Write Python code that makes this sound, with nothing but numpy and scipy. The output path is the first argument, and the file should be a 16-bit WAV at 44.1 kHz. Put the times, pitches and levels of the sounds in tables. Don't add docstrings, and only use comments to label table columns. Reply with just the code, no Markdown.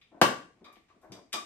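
import sys
import numpy as np
from scipy import signal
from scipy.fft import rfft, irfft, next_fast_len
from scipy.io import wavfile

SR = 44100
rng = np.random.default_rng(int(sys.argv[2]) if len(sys.argv) > 2 else 0)


def gain_from_db(level_db):
    decades = np.asarray(level_db, float) / 20
    return 10 ** decades


def generate_wav(sig):
    pcm = np.round(np.clip(np.atleast_2d(sig).T, -1, 1) * 32767).astype(np.int16)
    wavfile.write(sys.argv[1], SR, pcm)


N = 63945


def unit(x):
    return x / np.sqrt(np.mean(x ** 2) + 1e-20)


def along(points, hz):
    f, value = np.transpose(points)
    return np.interp(np.log(hz + 1), np.log(f + 1), value)


def filtered(x, response):
    size = next_fast_len(x.shape[-1] + 8192)
    spectrum = rfft(x, size) * response(np.fft.rfftfreq(size, 1 / SR))
    return irfft(spectrum, size)[..., :x.shape[-1]]


def add(track, start_s, sound):
    part = track[round(start_s * SR):][:len(sound)]
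    part += sound[:len(part)]


def burst(seconds):
    t = np.arange(SR // 4) / SR
    rattle = rng.standard_normal(len(t)) * np.exp(-t / max(seconds, 3e-4))
    z = rfft(rattle, SR // 2)
    power = abs(z) ** 2
    even = irfft(z / np.sqrt(power + 0.02 * np.mean(power)))[:len(t)]
    return unit(even * np.exp(-t / max(4 * seconds, 1e-3)))


def ring(modes, offsets_db, life=1):
    t = np.arange(SR // 4) / SR
    out = np.zeros(len(t))
    for k, (hz, db, t60) in enumerate(modes):
        envelope = gain_from_db(db + offsets_db[k] - 60 * t / max(t60 * life, 1e-3))
        out += (-1) ** k * envelope * np.sin(2 * np.pi * hz * t)
    return out


# centre [f/Hz], half width [Hz]
GAPS = [(10150, 520), (13800, 520)]


def gaps(x):
    return filtered(x, lambda hz: gain_from_db(sum(-41 * np.exp(-((hz - c) / w) ** 4) for c, w in GAPS)))


# [f/Hz], correlation [-1..1]
ALIKE = [(100, .92), (250, .85), (500, .5), (1000, .2), (4000, 0), (8000, -.3), (13000, .5)]


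def pair(count):
    def mid_side(hz):
        turn = np.arccos(np.clip(along(ALIKE, hz), -1, 1)) / 2
        return np.array([np.cos(turn), np.sin(turn)])

    mid, side = filtered(rng.standard_normal((2, count)), mid_side)
    return np.array([mid + side, mid - side])


# [f/Hz], [level/dB]
FLOOR = [(15, -38), (25, -13), (109, -8.5), (167, -12.5), (1630, -27), (2300, -20), (2700, -28),
         (8550, -35.5), (15000, -56.5)]


def hiss_floor():
    hiss = unit(filtered(pair(N), lambda hz: gain_from_db(along(FLOOR, hz))))
    return gaps(gain_from_db(-72.5) * hiss)


# [f/Hz], t60 [t/s]
ROOM = [(70, 0.17), (200, 0.48), (400, 0.41), (900, 0.34), (1600, 0.38), (4000, 0.36), (8000, 0.38),
        (13000, .25)]


def room_tail():
    hz, t, z = signal.stft(pair(SR * 2 // 3), SR, nperseg=256)
    decay = gain_from_db(-60 * t / along(ROOM, hz)[:, None])
    tail = signal.istft(z * decay, SR, nperseg=256)[1]
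    u = np.arange(tail.shape[1]) / SR
    early_db, early_s, onset_s = 3.5, 0.025, 0.0026
    tail = tail * (1 - np.exp(-u / onset_s)) * gain_from_db(early_db * np.exp(-u / early_s))
    return tail / np.linalg.norm(tail[0])


def heard(near, fed, wet_db):
    left_db, lag_s = 4, 0.00009
    wet = signal.fftconvolve(fed[None], room_tail(), axes=1)[:, :N]
    sides = np.array([[-1], [1]])
    direct = filtered(near, lambda hz: np.exp(-1j * np.pi * hz * lag_s * sides))
    direct = direct * gain_from_db(-sides * left_db / 2)
    return direct + gain_from_db(wet_db) * gain_from_db([[1.4], [-1.4]]) * gaps(wet)


# [f/Hz], width [Hz], [level/dB]
PAN = [(197, 70, -5), (313, 40, 2), (413, 100, -4), (710, 140, -4.5), (1050, 320, -11), (1900, 830, -22.5)]
STROKE_S = [.128, .15, .178, .585, .62, .69, .77, .905, .965, 1.052, 1.125, 1.19, 1.25, 1.348]
# [level/dB], rise [t/s], fall [t/s], brightness [f/Hz]
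STROKES = [(-56, 0.0066, 0.011, 500), (-52.5, 0.0057, 0.018, 450), (-57, 0.0093, 0.016, 720),
           (-70.5, 0.023, 0.01, 500), (-56.5, 0.0073, 0.02, 150), (-61, .03, 0.022, 1300),
           (-54.5, 0.0031, 0.0067, 240), (-66.5, 0.0067, 0.015, 1300), (-63.5, 0.016, 0.011, 130),
           (-55, 0.016, 0.017, 1150), (-51, 0.017, 0.043, 250), (-57.5, 0.06, 0.0083, 950),
           (-73, 0.012, .015, 340), (-44.5, 0.0065, 0.034, 490)]


def hand():
    def pan(f):
        return sum((-1) ** k * gain_from_db(db) * 1j * f * w / (c * c - f * f + 1j * f * w)
                   for k, (c, w, db) in enumerate(PAN))

    t, out = np.arange(N) / SR, np.zeros(N)
    for s, (db, rise, fall, bright_hz) in zip(STROKE_S, STROKES):
        swell = np.exp(-0.5 * ((t - s) / rise) ** 2)
        pressure = np.where(t < s, swell, np.exp(-abs(t - s) / fall))
        noise = rng.standard_normal(N)
        grit = unit(filtered(noise, lambda f: pan(f) / (1 + 1j * f / bright_hz) ** 2 * 1j * f))
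        out += gain_from_db(db) * pressure * grit
    bump = ring([(108, -36.5, 0.073)], [0])
    add(out, 1.098, bump * (1 - np.exp(-t[:SR // 4] / 0.004)))
    return out


# [f/Hz], [level/dB], t60 [t/s]
KEY = [(863.2, 1.5, 0.018), (1158.5, 3, 0.077), (1920, -26, .02), (2330, -18.5, .04), (2446, -4.5, 0.039),
       (3514, -7.5, 0.0098), (3814, 3.5, 0.011), (4730, -10, 0.06), (6150, -8.5, .012), (11200, -2, 0.012)]
TICK_S = [.0135, .6435, .657, .684, .727, .757, .884, .9, 1.015, 1.1205, 1.3235, 1.3285, 1.339]
# [level/dB], colour centre [f/Hz], colour sharpness [ratio], ring over grit [dB],
# chatter length [t/s]
TICKS = [(-53, 2920, 1.4, 0.5, 0.0056), (-47, 2780, 0.63, 3, 0.0095), (-54, 730, 0.5, 19, 0.0072),
         (-58, 2300, 0.84, 3, 0.0076), (-53, 5000, 0.16, 5.5, 0.0021), (-53.5, 2500, 1.2, -17, 0.003),
         (-63.5, 1370, 0.45, -41, 0.021), (-60.5, 1000, 0.39, 21, 0.0043), (-67, 8400, 0.36, -4, .03),
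         (-38.5, 4100, 0.71, -2, 0.0018), (-40, 2500, .6, -13.5, 0.0016), (-24.5, 3760, 0.57, -3.5, 0.0058),
         (-32, 675, 0.36, 4, 0.0032)]


def key():
    fed_life = 0.46
    scatter_db, skirt_db, top_hz = 2, -24, 12900
    ticks = []
    for s, (db, centre_hz, sharp, ring_db, length) in zip(TICK_S, TICKS):
        def colour(hz):
            x = 1j * hz / centre_hz / sharp
            peak = (x / (1 - (hz / centre_hz) ** 2 + x)) ** 2
            return (peak + gain_from_db(skirt_db)) / (1 + (hz / top_hz) ** 20)

        chatter, out = burst(length), np.zeros((2, N))
        offsets_db = scatter_db * rng.standard_normal(len(KEY))
        for track, life in zip(out, (1, fed_life)):
            steel = ring(KEY, offsets_db, life)
            rung = unit(signal.fftconvolve(chatter, steel)[:len(chatter)])
            add(track, s, filtered(gain_from_db(ring_db) * rung + chatter, colour))
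        ticks.append(gain_from_db(db) * out / abs(out[0]).max())
    return ticks


# [f/Hz], [level/dB], t60 [t/s]
WOOD = [(156.3, -4, .09), (204, -0.5, 0.07), (315.5, 5, 0.028), (497, 2, 0.046), (729, 8.5, 0.02),
        (1045.4, 1.5, 0.048), (1156.4, 1, 0.11), (1249, 3, 0.026), (1380, -10.5, 0.036),
        (1609, -1.5, 0.045), (1980, -2.5, 0.035), (2410, -18.5, .03), (2787, -11.5, 0.06), (3150, -7, .02)]
# [f/Hz], [level/dB]
CRACK = [(100, -45.5), (600, -31), (1300, 4.5), (3000, -4), (5500, -10), (9000, -14.5), (12500, -18),
         (15500, -31.5)]


def knock():
    knock_s, knock_db, fed_life = 0.2143, -17, 0.37
    crack_db, crack_t60_s, onset_s = 11.5, 0.025, 0.00031
    out, t = np.zeros((2, N)), np.arange(SR // 4) / SR
    crack = filtered(burst(crack_t60_s / np.log(1000)), lambda hz: gain_from_db(along(CRACK, hz)))
    crack = gain_from_db(crack_db) * crack / abs(crack).max()
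    for track, life in zip(out, (1, fed_life)):
        wood = ring(WOOD, np.zeros(len(WOOD)), life) / np.sqrt(life)
        add(track, knock_s, gain_from_db(knock_db) * (wood + crack) * (1 - np.exp(-t / onset_s)))
    return out


def scene():
    rubbing = hand()
    sources = heard(rubbing, rubbing, wet_db=-0.5)
    for near, fed in key():
        sources = sources + heard(near, fed, wet_db=6.5)
    sources = sources + heard(*knock(), wet_db=4.5)
    low_cut_hz = 85
    return filtered(sources, lambda hz: (1j * hz / (low_cut_hz + 1j * hz)) ** 3) + hiss_floor()


def band_limit(x):
    return signal.sosfilt(signal.butter(12, 16460, fs=SR, output="sos"), x)


def record(dry):
    ceiling = 2
    return band_limit(ceiling * np.tanh(dry / ceiling))


dry = scene()
out = record(dry)
generate_wav(out)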